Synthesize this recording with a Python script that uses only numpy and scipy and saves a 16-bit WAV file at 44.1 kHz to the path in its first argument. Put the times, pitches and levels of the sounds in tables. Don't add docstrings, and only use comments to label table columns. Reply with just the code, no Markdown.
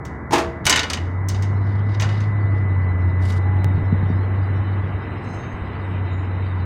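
import sys
import numpy as np
from scipy import signal
from scipy.fft import rfft, irfft, next_fast_len
from scipy.io import wavfile

SR = 44100
rng = np.random.default_rng(int(sys.argv[2]) if len(sys.argv) > 2 else 0)


def int16_out(signal):
    q = np.round(np.clip(np.atleast_2d(signal).T, -1, 1) * 32767)
    wavfile.write(sys.argv[1], SR, q.astype(np.int16))


N = 293264
TIME = np.arange(N) / SR


def from_db(db):
    return 10 ** (np.asarray(db) / 20)


def rms_one(x):
    return x / np.sqrt(np.mean(x ** 2) + 1e-20)


def automation(points):
    return np.interp(TIME, *np.transpose(points))


def at_hz(points, hz):
    freqs, values = np.transpose(points)
    return np.interp(np.log(hz + 1e-9), np.log(freqs), values)


def drift(rate_hz):
    hop, warm_up = 40, 2000
    pole = np.exp(-2 * np.pi * rate_hz * hop / SR)
    white = rng.standard_normal(N // hop + warm_up + 2)
    slow = signal.lfilter([1], [1, -2 * pole, pole * pole], white)[warm_up:]
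    return np.interp(np.arange(N) / hop, np.arange(len(slow)), rms_one(slow))


def noise(colour):
    size = next_fast_len(N)
    hz = np.arange(size // 2 + 1) * SR / size
    spectrum = rfft(rng.standard_normal(N), size) * from_db(at_hz(colour, hz))
    return rms_one(irfft(spectrum, size)[:N])


def cut(x, hz, kind, order):
    return signal.sosfilt(signal.butter(order, hz, kind, fs=SR, output="sos"), x)


def resonate(x, hz, width_hz):
    r = np.exp(-np.pi * width_hz / SR)
    feedback = [1, -2 * r * np.cos(2 * np.pi * hz / SR), r * r]
    return signal.lfilter(np.array([1, 0, -1]) * (1 - r * r) / 2, feedback, x + 1e-18)


def narrow_band(x, hz, width_hz):
    return rms_one(resonate(resonate(x, hz, width_hz), hz, width_hz))


def add(out, start_s, sound):
    start = max(round(start_s * SR), 0)
    out[start:start + len(sound)] += sound[:N - start]


def envelope(start_s, length_s, attack, release=0.42):
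    progress = (TIME - start_s) / length_s
    return np.clip(np.minimum(progress / attack, (1 - progress) / release), 0, 1)


def swell(crest_s, half_width_s, gain_db):
    return gain_db * np.exp(-((TIME - crest_s) / half_width_s) ** 2)


# (frequency [Hz], level [dB])
MIC_EQ = [(5000, 0), (9000, -3), (16000, -9)]

def mic_noise():
    return from_db(-82.5) * noise(MIC_EQ)


# (frequency [Hz], level [dB])
RUMBLE_EQ = [(15, -25), (30, -23), (45, -4), (65, 25), (90, 23.5), (125, 21.5), (160, 14), (300, 0),
             (500, -44)]
TRAFFIC_EQ = [(76, -5.5), (130, -3), (339, -8), (368, -9.5), (405, -12.5), (456, -9.5), (495, -16),
              (1030, -14.5), (1340, -18.5), (1910, -21), (2050, -24), (2200, -23), (2860, -48),
              (4840, -120)]

def city():
    rumble = from_db(-36.5 + swell(crest_s=3.7, half_width_s=1.7, gain_db=6.5)) * noise(RUMBLE_EQ)
    wash = cut(noise(TRAFFIC_EQ), 2260, "low", order=14)
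    wash = cut(wash, 55, "high", order=3)
    return rumble + from_db(-33 + swell(crest_s=3.9, half_width_s=3.6, gain_db=4.03)) * wash


HISS_START_S, HISS_FADE_S, HISS_CREST_S = 1, 0.35, 5.65
# (frequency [Hz], level [dB])
HISS_EQ = [(2000, -8), (2300, 0), (2600, -3), (3100, -7), (3400, -20), (3900, -18), (4150, -21),
           (4450, -35), (8000, -51), (12000, -70)]
# (centre [Hz], width [Hz], level [dB])
FLICKER_BANDS = [(2950, 220, -66), (3716, 140, -62.5), (4012, 70, -63.5), (5100, 560, -79.5),
                 (8016, 400, -80.5)]

def hiss():
    ramp_db = -3.5 * np.abs(TIME - HISS_CREST_S)
    out = from_db(-46.5 + ramp_db + 1.5 * drift(12)) * noise(HISS_EQ)
    for hz, width_hz, db in FLICKER_BANDS:
        band = narrow_band(rng.standard_normal(N), hz, width_hz)
        out += from_db(db + 0.77 * ramp_db + 4.3 * drift(6)) * band
    fade_up = np.clip((TIME - HISS_START_S) / HISS_FADE_S, 0.2, 1)
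    return fade_up * out


def treble_puffs(puffs_per_s=31, puff_s=0.08, low_hz=2660, high_hz=5640, db_per_octave=-10):
    out, white = np.zeros(N), rng.standard_normal(N)
    count = int(puffs_per_s * (N / SR - HISS_START_S))
    for when, height, strength, length in rng.random((count, 4)):
        start_s = np.interp(when, [0, 1], [HISS_START_S + HISS_FADE_S, N / SR - puff_s])
        end_s = start_s + puff_s * (.5 + length)
        octaves = height * np.log2(high_hz / low_hz)
        puff = narrow_band(white[int(start_s * SR):int(end_s * SR)], low_hz * 2 ** octaves, width_hz=220)
        level_db = -62.5 + db_per_octave * octaves + 6.5 * (2 * strength - 1)
        add(out, start_s, from_db(level_db) * np.hanning(len(puff)) * puff)
    return out


# (frequency [Hz], level [dB])
RASP_EQ = [(3300, -28), (4050, 0), (4500, -21), (5150, 0.5), (5800, -18), (7900, -10.5), (9000, -13),
           (11000, -46)]
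# (time [s], length [s], pitch [Hz], glide [Hz/s], level [dB])
SQUEAL_CUES = [(3.39, 0.43, 818, 135, -39.5), (5.24, 0.35, 6350, 148, -57), (4.5, 0.37, 3000, 0, -55.5),
               (5.23, 0.18, 4050, 0, -57), (6.1, 0.19, 6800, 899, -65)]

def squeals():
    rasp_gain = from_db(-62.5 + 4.5 * drift(25)) * envelope(start_s=5.2, length_s=0.3, attack=0.15)
    out = rasp_gain * noise(RASP_EQ)
    for start_s, length_s, hz, glide, level_db in SQUEAL_CUES:
        pitch = (hz + glide * (TIME - start_s)) * (1 + 0.0065 * drift(110))
        tone = np.sin(2 * np.pi * np.cumsum(pitch) / SR)
        out += from_db(level_db + 2 * drift(28)) * envelope(start_s, length_s, attack=0.15) * tone
    return out


def click(time_s=3.645):
    out = np.zeros(N)
    add(out, time_s, -from_db(-12) * np.exp(-TIME[:SR // 5] / .0008))
    return out


# (frequency [Hz], width [Hz], level [dB])
PART_MODES = [(1015, 40, -5), (1470, 50, -3), (1794, 14, 4), (1906, 40, 1), (2111, 14, 3), (2170, 25, -1),
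              (2308, 14, -1), (2905, 30, 3), (2975, 25, 1), (3730, 35, 2), (3850, 30, -2), (4374, 50, -4),
              (4842, 40, 2), (5220, 60, -3), (5780, 40, 2), (6200, 40, -1), (6337, 45, 3), (6830, 25, -5),
              (7415, 40, 0), (7850, 60, -4), (8280, 39, -4), (8970, 100, -5)]

def hard_parts(x, ring_db):
    ring = sum(from_db(db) * resonate(x, hz, width_hz) for hz, width_hz, db in PART_MODES)
    return x + from_db(ring_db) * ring


# (frequency [Hz], level [dB])
DULL_RUB_EQ = [(2000, 5), (2900, 8), (3700, 9), (5000, 6), (6500, -7), (8500, -15.5), (16000, -31.5)]
BRIGHT_RUB_EQ = [(3000, -3.5), (7000, -2.5), (10000, -6.5), (13000, -16.5), (16000, -22.5)]
# (time [s], length [s], level [dB], bright layer [dB])
RUB_CUES = [(1.563, 0.3, -59.5, -32), (1.86, 0.15, -49, -31), (2.031, 0.29, -54, -22),
            (2.5, 0.17, -66, -22), (3.19, 0.21, -49, -1)]
# (time [s], level [dB], pitch [Hz])
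BUMP_CUES = [(0.658, -15, 90), (3.658, -10.5, 110), (3.78, -9.5, 110), (3.831, -15, 63.07),
             (3.925, -2.5, 161), (4.029, -8, 110), (4.101, -9.5, 180), (5.54, -14.5, 75), (5.618, -15, 75)]

def hand():
    out, t = np.zeros(N), TIME[:SR // 5]
    dull, bright = hard_parts(noise(DULL_RUB_EQ), ring_db=3), noise(BRIGHT_RUB_EQ)
    grain = from_db(3.5 * drift(35))
    for start_s, length_s, level_db, bright_db in RUB_CUES:
        friction = grain * (dull + from_db(bright_db) * bright)
        out += from_db(level_db) * envelope(start_s, length_s, attack=0.35) * friction
    for start_s, level_db, hz in BUMP_CUES:
        thud = np.sin(2 * np.pi * hz * t) + from_db(-3.5) * np.sin(2 * np.pi * 1.3 * hz * t)
        attack = 1 - np.exp(-t / .003)
        add(out, start_s, from_db(level_db + 1 - 60 * t / 0.063) * attack * thud)
    return out


# (frequency [Hz], t60 [s])
REVERB_DECAY = [(200, .7), (1000, 0.66), (3000, 0.47), (6000, 0.39), (10000, 0.33), (16000, .3)]

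def impacts(hits, colour, rise_s, ring_t60, crack_db, tail_db):
    t, out = TIME[:SR * 3 // 5], np.zeros(N)
    edges = np.geomspace(140, 17000, 17)
    centres = np.sqrt(edges[1:] * edges[:-1])
    colour_rms = np.sqrt(np.sum(from_db(at_hz(colour, centres)) ** 2 * np.diff(edges)) * 2 / SR)
    times, level_db, low_db, top_db = np.transpose(hits)[:, :, None]
    white, sounds = rng.standard_normal((len(hits), 2, len(t))), 0
    for k, hz in enumerate(centres):
        ring = from_db(-60 * t / (ring_t60 * (hz / 4000) ** -.35))
        crack = from_db(crack_db - 60 * t / 0.02) * (hz / 4000) ** .5
        bloom = 1 - np.exp(-t / 0.042)
        tail = from_db(tail_db - 60 * t / at_hz(REVERB_DECAY, hz)) * bloom / (1 + (hz / 8000) ** 2)
        octaves = np.log2(hz / 5000)
        shelves_db = low_db * np.clip(-octaves / 2, 0, 1) + top_db * np.clip(octaves, 0, 1)
        gain = from_db(level_db + at_hz(colour, hz) + shelves_db) / colour_rms
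        band = cut(white[:, k % 2], edges[k:k + 2], "band", order=2)
        sounds = sounds + gain * (crack + ring + tail) * band
    for start_s, sound in zip(times[:, 0], sounds):
        add(out, start_s, sound * (1 - np.exp(-t / rise_s)))
    return out


# (frequency [Hz], level [dB], t60 [s])
BODY_MODES = [(250, -18, .35), (294, -13, .35), (345, -11, .55), (371, -16, .4), (417, -18, .5),
              (470, -18, .8), (652, -13, .65), (826, -7, .22), (874, -6, .11), (931, -8, .13),
              (1012, -16, .25), (1240, -19, .2), (1700, -17, .15)]
# (frequency [Hz], level [dB])
SCUFF_EQ = [(150, -12), (330, -11), (550, -10), (900, -4.5), (1300, -10), (2200, -7), (3500, -9.5),
            (6000, -9), (9000, -19), (15000, -31.5)]
# (time [s], relative level [dB], scuff treble [dB])
KNOCK_HITS = [(0.307, -19.5, -11), (0.321, -13, -8), (0.3298, -2.5, -10), (0.351, -15.5, -7),
              (0.380, -12.5, -7.5)]

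def knock():
    t = TIME[:SR * 3 // 2]
    hz, mode_db, t60 = np.transpose(BODY_MODES)[:, :, None]
    energy, body = 0, np.zeros(N)
    for start_s, level_db, _ in KNOCK_HITS:
        age = np.maximum(t - start_s, 0)
        attack = 1 - np.exp(-age / 0.00044)
        energy = energy + (from_db(level_db + mode_db - 60 * age / t60) * attack) ** 2
    tones = np.sin(2 * np.pi * (hz * t + rng.random(hz.shape)))
    add(body, 0, np.sum(np.sqrt(energy) * tones, axis=0))
    scuff_hits = [(start_s, db + treble_db, -treble_db, 0) for start_s, db, treble_db in KNOCK_HITS]
    scuff = impacts(scuff_hits, SCUFF_EQ, rise_s=0.0033, ring_t60=0.19, crack_db=1.5, tail_db=-15.5)
    return from_db(-4) * body + from_db(-6) * scuff


# (frequency [Hz], level [dB])
CLACK_EQ = [(150, -33), (300, 0), (500, -4.5), (900, 0.5), (1900, 0), (3000, 2.5), (4300, -3), (6300, -1.5),
            (9000, -13.5), (12000, -20.5), (15500, -32)]
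CLICK_EQ = [(500, 11.5), (1400, 12.5), (2800, 9), (4300, 7), (6300, 6), (8500, -14.5), (10000, -32.5),
            (13000, -21.5), (15500, -26.5)]
# (time [s], relative level [dB], low shelf [dB], high shelf [dB])
CLACK_HITS = [(0.645, -34, 14, -8.5), (0.6536, -12.5, 1.5, 11.5), (0.6658, -1.5, 4, 5.5),
              (0.6957, 1, -0.5, 6.5), (0.7033, -3.5, 0.5, 0), (0.7255, -0.5, -0.5, -17),
              (0.737, -12, 6, -16), (0.7591, -5, 0.5, 0), (0.7731, -3.5, -1, -30), (0.7924, -5, 1, -10),
              (0.832, -12, 5.5, -13), (0.8998, -11.5, 3.5, -0.5), (0.9325, -8, -4, -4),
              (0.971, -25, 11, -11)]
CLICK_HITS = [(0.0504, -33, 3, 24), (1.2855, -17, -23.5, 22.5), (1.296, -23.5, -5, -10),
              (1.3444, -25, -2.5, -15.5), (1.4229, -25.5, 0.5, 15.5), (1.9976, -16, 0.5, -1),
              (2.008, -27, 7, 25), (2.0201, -14, 1.5, -2.5), (2.0891, -27, 10, -20), (2.2031, -30, 5.5, 4),
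              (3.3212, -35, 4.5, 17.5)]

def clatter():
    clacks = impacts(CLACK_HITS, CLACK_EQ, rise_s=0.00043, ring_t60=0.1, crack_db=-0.5, tail_db=-15)
    clicks = impacts(CLICK_HITS, CLICK_EQ, rise_s=0.0013, ring_t60=0.12, crack_db=3, tail_db=-7.5)
    rattle = from_db(-13.5) * hard_parts(clacks, ring_db=4.5)
    return rattle + from_db(-12) * hard_parts(clicks, ring_db=0.5)


# (time [s], pitch [Hz])
DRONE_PITCH = [(0.0, 66), (0.44, 76.21), (0.94, 84.15), (1.18, 94.4), (1.5, 98.6), (2.3, 102.8),
               (2.96, 90.4), (3.58, 95.03), (5.65, 98.1), (6.15, 92.36), (6.45, 94.5), (6.65, 89.8)]
# (time [s], level [dB])
DRONE_LEVEL = [(0, -36.5), (0.9, -31.5), (1.0, -23), (1.5, -18), (3.7, -16), (4.8, -20.5), (5.2, -32),
               (5.72, -31.5), (5.95, -22), (6.65, -21.5)]
# (pitch multiple [ratio], level [dB])
DRONE_PARTIALS = [(2 / 3, -30.5), (1, 0), (4 / 3, -21.5), (3 / 2, -24), (2, -23), (3, -31)]

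def hum(whine_hz=2000):
    pitch = automation(DRONE_PITCH) * (1 + .004 * drift(4.3))
    phase = 2 * np.pi * np.cumsum(pitch) / SR
    drone = sum(from_db(db) * np.sin(multiple * phase) for multiple, db in DRONE_PARTIALS)
    whine = np.sin(2 * np.pi * np.cumsum(whine_hz + .8 * drift(5)) / SR)
    whine_db = -48 + swell(crest_s=2.84, half_width_s=1, gain_db=8.5) + 0.89 * drift(8)
    drone_db = automation(DRONE_LEVEL) + 1.3 * drift(26)
    return np.sqrt(2) * (from_db(drone_db) * drone + from_db(whine_db) * whine)


def scene():
    near = knock() + clatter() + hand()
    ambience = hum() + city() + hiss() + squeals() + treble_puffs()
    return (near + ambience + click() + mic_noise())[None]


def record(dry):
    rounded = 1.059 * np.tanh(dry / 1.152)
    return signal.sosfilt(signal.ellip(10, .1, 80, 15900, fs=SR, output="sos"), rounded)


dry = scene()
out = record(dry)
int16_out(out)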